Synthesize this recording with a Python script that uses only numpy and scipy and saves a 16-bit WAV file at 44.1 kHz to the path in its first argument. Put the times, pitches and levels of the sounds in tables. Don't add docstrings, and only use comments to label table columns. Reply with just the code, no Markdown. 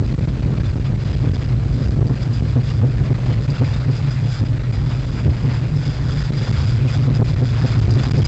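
import sys
import numpy as np
from scipy import signal
from scipy.fft import rfft, irfft, next_fast_len
from scipy.io import wavfile
from scipy.ndimage import uniform_filter1d, map_coordinates

SR = 44100
rng = np.random.default_rng(int(sys.argv[2]) if len(sys.argv) > 2 else 0)


def to_linear_factor(level_db):
    exponent = np.asarray(level_db, float) / 20
    return 10 ** exponent


def digitize_waveform(pressure):
    field = np.atleast_2d(pressure).T
    bounded = np.clip(field, -1, 1)
    quanta = np.round(bounded * 32767).astype(np.int16)
    wavfile.write(sys.argv[1], SR, quanta)


N = 364707


def unit(x):
    return x / np.sqrt(np.mean(x ** 2) + 1e-20)


def curves(rows):
    knot_s, *columns = np.transpose(rows)
    return [np.interp(np.arange(N) / SR, knot_s, column) for column in columns]


def bumps(rows, sharpness):
    t = np.arange(N) / SR
    return sum(db * np.exp(-np.abs((t - s) / half_s) ** sharpness) for s, db, half_s in rows)


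def wobble(rate_hz):
    knots = rng.standard_normal(int(N * rate_hz / SR) + 4)
    return map_coordinates(knots, [np.arange(N) * rate_hz / SR])


def filtered(x, response):
    m = next_fast_len(N + SR // 2)
    return irfft(rfft(x, m) * response(np.fft.rfftfreq(m, 1 / SR)), m)[:N]


def noise_through(response):
    return unit(filtered(rng.standard_normal(N), response))


def rush(spectrum):
    f, db = np.transpose(spectrum)
    return noise_through(lambda hz: to_linear_factor(np.interp(np.log(hz + 1), np.log(f), db)))


def steadied(x, seconds):
    power = np.abs(uniform_filter1d(x ** 2, int(seconds * SR)))
    return unit(x / np.sqrt(power + 0.027))


def patchy(x, depth_db):
    z = signal.stft(x, nperseg=512)[2]
    field = uniform_filter1d(rng.standard_normal(z.shape), 6, axis=0)
    field = uniform_filter1d(field, 8, axis=1)
    return unit(signal.istft(z * to_linear_factor(depth_db * unit(field)), nperseg=512)[1][:N])


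# time in seconds, buffet level in dB.
WIND_LEVEL = [(0.0, -19), (0.6, -21.5), (1.1, -21), (1.8, -22), (1.98, -15), (2.3, -26), (2.75, -23.5),
              (3.2, -22.5), (4.0, -28), (4.35, -27), (4.45, -23), (5.0, -24), (5.7, -24.5), (6.3, -23.5),
              (6.95, -26), (7.25, -22), (7.55, -24.5), (7.85, -21.5)]
# frequency in Hz, density in dB per Hz.
BUFFET_SPECTRUM = [(8, -12.5), (25, -0.5), (35, -0.5), (65, -7.5), (85, -26), (180, -20), (260, -25),
                   (350, -30), (600, -39.5), (1200, -84.5)]
# start in seconds, length in ms, strength as a fraction.
GUST_SHOVES = [(0.016, 6.6, 1.0), (0.067, 4.8, 0.97), (0.13, 6.6, 1.0), (0.153, 24, 1.0), (0.2, 7.5, 0.86),
               (0.258, 13.8, 0.8), (0.587, 10.4, 0.9), (0.627, 5.6, 0.58), (0.747, 8.5, 1.0),
               (0.786, 10.8, 0.82), (0.934, 4.4, 0.76), (1.155, 6.7, 0.49), (1.245, 2.4, 0.89),
               (1.297, 8.5, 0.76), (1.325, 8.7, 0.97), (1.371, 5.3, 1.0), (1.863, 8.9, 0.63),
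               (1.894, 9.7, 0.7), (2.001, 4, 0.95), (2.084, 9.4, 0.94), (2.416, 6, .6), (2.752, 4.1, 0.5),
               (4.44, 7.5, .8), (6.307, 11.7, 1.0), (7.353, 6.5, 0.71), (7.882, 4.8, 0.67),
               (8.094, 13, 0.92), (8.234, 4.7, 0.93)]


def wind():
    buffet_db, = curves(WIND_LEVEL)
    x = to_linear_factor(buffet_db + 6.0 + wobble(14)) * steadied(rush(BUFFET_SPECTRUM), .1)
    edges_ms = 5
    for s, ms, strength in GUST_SHOVES:
        total_ms = ms + edges_ms
        shove = signal.windows.tukey(int(total_ms * SR / 1000), edges_ms / total_ms)
        part = x[int((s - .0025) * SR):][:len(shove)]
        side = np.sign(part.mean() + .2)
        part += .7 * strength * side * shove[:len(part)]
    return x


# time in seconds, load in dB, hum pitch in Hz.
WHEEL_DRONE = [(0.0, -18, 108), (0.3, -19, 124), (0.8, -20, 121), (1.1, -22.5, 117), (1.5, -22, 121),
               (2.0, -18.5, 120), (2.3, -21.5, 114), (3.05, -19.5, 132), (3.5, -20.5, 120), (4.0, -20, 124),
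               (4.7, -21.5, 118), (5.1, -22, 110), (5.6, -19.5, 120), (6.1, -20, 124), (6.5, -19, 124),
               (6.85, -16, 125), (7.5, -19, 125), (8.27, -16, 131)]
# centre in seconds, rise in dB, half length in seconds.
PRESSES = [(0.0, 5.5, 0.043), (0.25, 2.5, .05), (0.9, 3, 0.055), (1.27, 9, 0.052), (1.5, 4, 0.053),
           (2.06, 6, 0.06), (2.58, 6.5, 0.028), (2.83, 7.5, 0.058), (3.13, 1.5, 0.039), (3.31, 4.5, 0.053),
           (3.64, 5, .04), (3.89, 7, 0.035), (4.08, 3.5, .04), (4.24, 4, 0.042), (4.42, 9, 0.028),
           (4.52, 6, 0.025), (4.7, 4, .03), (4.88, 3.5, 0.075), (5.27, 7.5, 0.044), (5.46, 4, .06),
           (5.64, 2.5, .03), (5.78, 4, 0.044), (5.89, 4.5, 0.033), (6.18, 1, .04), (7.21, 3.5, 0.024),
           (7.42, 3, 0.02), (7.53, 1.5, 0.02), (7.945, 6, 0.087), (8.08, 3.5, 0.024), (8.2, 4, 0.032)]
# centre in seconds, change in dB.
FLOATS = [(0.07, -6), (0.37, -8), (0.8, -8.5), (1.15, -1.5), (1.36, -6.5), (2.16, -6.5), (3.06, -3),
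          (3.18, -5.5), (3.45, -4), (3.57, -5.5), (3.84, -6), (3.98, -6), (4.12, -5.5), (4.37, -12),
          (4.47, -4.5), (4.62, -6.5), (4.74, -2.5), (5.04, -6), (5.18, -14), (5.395, -9.5), (5.6, -3),
          (5.69, -7.5), (5.83, -10), (5.94, -14), (6.24, -9), (6.47, -12), (6.93, -6), (7.25, -2.5),
          (8.04, -11), (8.27, -10.5)]
# centre in seconds, extra level in dB.
RAIL_JOINTS = [(0.277, 1.5), (1.241, 3), (0.765, 5.5), (1.37, 6), (1.544, 3.5), (2.02, 4), (2.1, 4),
               (2.289, 3.5), (2.415, 5.5), (2.571, 5.5), (2.831, 4.5), (3.013, 3.5), (3.117, 5.5),
               (3.398, 3), (3.498, 4), (3.621, 6.5), (3.883, 1.5), (4.433, 1.5), (5.273, 3.5), (5.461, 2.5),
               (6.507, 5.5), (6.867, 2), (6.983, 3), (7.097, 6), (7.214, 6.5), (7.427, 5), (7.646, 6.5),
               (7.776, 3.5), (8.082, 1.5), (8.196, 3)]


def drone():
    float_half_s, joint_half_s = .025, 0.022
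    knock_hz, knock_db = 750, -26.5
    load_db, hz = curves(WHEEL_DRONE)
    floats_db = bumps([(s, db, float_half_s) for s, db in FLOATS], 1.7)
    level_db = load_db + bumps(PRESSES, 1.87) + floats_db

    wandering_hz = hz + 13 * wobble(30) + 6 * wobble(6)
    hum = np.sqrt(2) * np.sin(2 * np.pi * np.cumsum(wandering_hz) / SR)
    roar = noise_through(lambda f: np.exp(-((f - 126) / 30) ** 4))
    body = steadied(0.59 * hum + 0.74 * roar, 0.036)

    surge = to_linear_factor(1.57 * bumps([(s, db, joint_half_s) for s, db in RAIL_JOINTS], 4))
    lean = 0.78 * (surge - 1)
    knock = noise_through(lambda f: np.exp(-np.log((f + 1) / knock_hz) ** 2 / 0.47))
    knock = to_linear_factor(knock_db) * (surge - 1) * knock
    return to_linear_factor(level_db + 0.71) * (surge * body + lean + knock)


# frequency in Hz, density in dB per Hz.
ROLLING_SPECTRUM = [(200, -6), (500, 6.5), (900, 2), (1400, 1.5), (2500, -1), (3000, -6), (3500, -8.5),
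                    (4200, -5.5), (5500, -18.5), (7200, -19), (9000, -39)]


def rolling_hiss(hiss_db, chatter_db, shake):
    flutter_db = 0.27 * shake + 1.4 * wobble(90) + .8 * wobble(8)
    level_db = hiss_db + 4 + 0.21 * chatter_db + flutter_db
    return to_linear_factor(level_db) * patchy(rush(ROLLING_SPECTRUM), depth_db=2.0)


# frequency in Hz, width in Hz, level in dB.
AXLE_MODES = [(1447, 140, -2.5), (3440, 220, -4), (4897, 210, 0), (7430, 560, -15.5)]


def axle_ring(hiss_db, chatter_db, shake):
    def modes(f):
        total = 0
        for k, (centre_hz, width_hz, db) in enumerate(AXLE_MODES):
            damping = 1j * f * width_hz
            total = total + (-1) ** k * to_linear_factor(db) * damping / (centre_hz ** 2 - f * f + damping)
        return total

    mean_db, growth, choke = -53.5, 1.8, 0.44
    ring_db = mean_db + growth * (hiss_db - hiss_db.mean()) + chatter_db - choke * bumps(PRESSES, 1.8)
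    flutter_db = 1.7 * shake + 1.2 * wobble(12)
    return to_linear_factor(ring_db + 4 + flutter_db) * noise_through(modes)


# start in seconds, peak in dB, pitch in Hz.
LOOSE_CLANKS = [(0.0608, -28.5, 4880), (0.1136, -29, 4180), (0.6552, -28, 3530), (1.3359, -29, 4880),
                (1.8555, -30, 2730), (2.0672, -25, 4650), (2.3316, -23.5, 4850), (2.6912, -24, 2824),
                (3.497, -21.5, 4800), (3.7349, -24, 3680), (3.9093, -29, 4750), (3.9639, -24.5, 4890),
                (4.1046, -25.5, 4980), (5.759, -26, 5070), (6.102, -21.5, 3360), (6.247, -24, 4740),
                (6.3215, -27, 3970), (6.3684, -26, 4910), (6.52, -26.5, 4700), (6.688, -22.5, 4750),
                (6.8808, -21.5, 2500), (7.1477, -22.5, 5030), (7.904, -18, 4880), (7.9325, -20, 4790),
                (7.9873, -22, 3460), (8.0321, -26, 4850), (8.1117, -22, 4800), (8.1772, -19, 4860),
                (8.216, -22, 3200), (8.2482, -14, 4960)]


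def clanks():
    out = np.zeros(N + SR)
    t = np.arange(SR // 16) / SR
    for s, db, hz in LOOSE_CLANKS:
        noise = rng.standard_normal(len(t))
        tone = np.sin(2 * np.pi * hz * t + 6 * np.cumsum(noise) / 100) + 0.54 * noise
        attack = 1 - np.exp(-t / 0.003)
        out[int(s * SR):][:len(t)] += to_linear_factor(db - 6.0 - 60 * t / .09) * attack * tone
    return out[:N]


# time in seconds, shaking level in dB.
GEAR_SHAKING = [(0.0, -47.5), (0.11, -41.5), (0.5, -45.5), (0.68, -42), (0.9, -45), (1.35, -41),
                (1.55, -44), (1.95, -45), (2.1, -44), (2.6, -44.5), (3.3, -43), (4.0, -41), (4.55, -44.5),
                (5.5, -42), (5.75, -45.5), (6.45, -38.5), (7.1, -42), (8.27, -35.5)]
# centre in seconds, rise in dB, half length in seconds.
AXLE_CHATTER = [(0.66, 2, 0.067), (0.87, 10.5, 0.021), (1.06, 4, .07), (1.36, 10, 0.013), (1.43, 5, 0.019),
                (1.85, 11.5, 0.11), (2.23, 12, 0.025), (2.38, 11, 0.04), (2.51, 9, .03), (2.72, 7, 0.16),
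                (3.06, 10.5, 0.013), (3.3, 9, .05), (3.5, 5.5, 0.098), (3.72, 5, 0.096), (3.97, 7, 0.041),
                (4.11, 5, .06), (4.36, 12, 0.13), (4.74, 11.5, 0.037), (4.92, 9, 0.12), (5.2, 3.5, 0.2),
                (5.53, 8.5, 0.084), (5.86, 13, 0.17), (6.18, 8.5, 0.086), (6.38, 4.5, 0.018),
                (6.62, 7, 0.088), (6.93, 12, 0.052), (7.16, 12, 0.023), (7.27, 10.5, .05),
                (7.62, 6.5, 0.13), (8.04, 4.5, 0.016)]


def gear():
    hiss_db, = curves(GEAR_SHAKING)
    chatter_db = bumps(AXLE_CHATTER, 2.2)
    shake = wobble(30)
    hiss = rolling_hiss(hiss_db, chatter_db, shake)
    return hiss + axle_ring(hiss_db, chatter_db, shake) + clanks()


def scene():
    return (wind() + drone() + gear())[None]


PREAMP_RAILS = (.18, .36)


def preamp(x):
    rail = np.where(x > 0, *PREAMP_RAILS)
    return x / (1 + np.abs(x / rail) ** 30) ** (1 / 30)


def bass_cut(f, coupling_hz, ring_hz, damping):
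    s = 1j * f
    capacitors = s / (s + coupling_hz[0]) * s / (s + coupling_hz[1])
    return capacitors * s * s / (s * s + damping * s * ring_hz + ring_hz ** 2)


# frequency in Hz, density in dB per Hz.
HISS_SPECTRUM = [(300, -1), (1500, 2.5), (4000, -3.5), (7300, -8), (9000, 2.5)]
# frequency in Hz, level in dB rms.
CAMERA_WHINE = [(5755, -71.5), (7192, -71.5), (7913, -71)]


def camera_noise():
    x = to_linear_factor(-43.0) * rush(HISS_SPECTRUM)
    for hz, db in CAMERA_WHINE:
        x = x + to_linear_factor(db + 4.5) * np.sin(2 * np.pi * hz * np.arange(N) / SR)
    return x


def top_cut(x):
    return signal.sosfilt(signal.butter(12, 8820, fs=SR, output="sos"), x)


def record(dry):
    x = preamp(dry[0])
    x = filtered(x, lambda f: bass_cut(f, coupling_hz=(50, 8), ring_hz=67.5, damping=0.63))
    x = x + camera_noise()
    x = filtered(x, lambda f: np.exp(-(f / 8000) ** 18))
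    return top_cut(x[None])


dry = scene()
out = record(dry)
digitize_waveform(out)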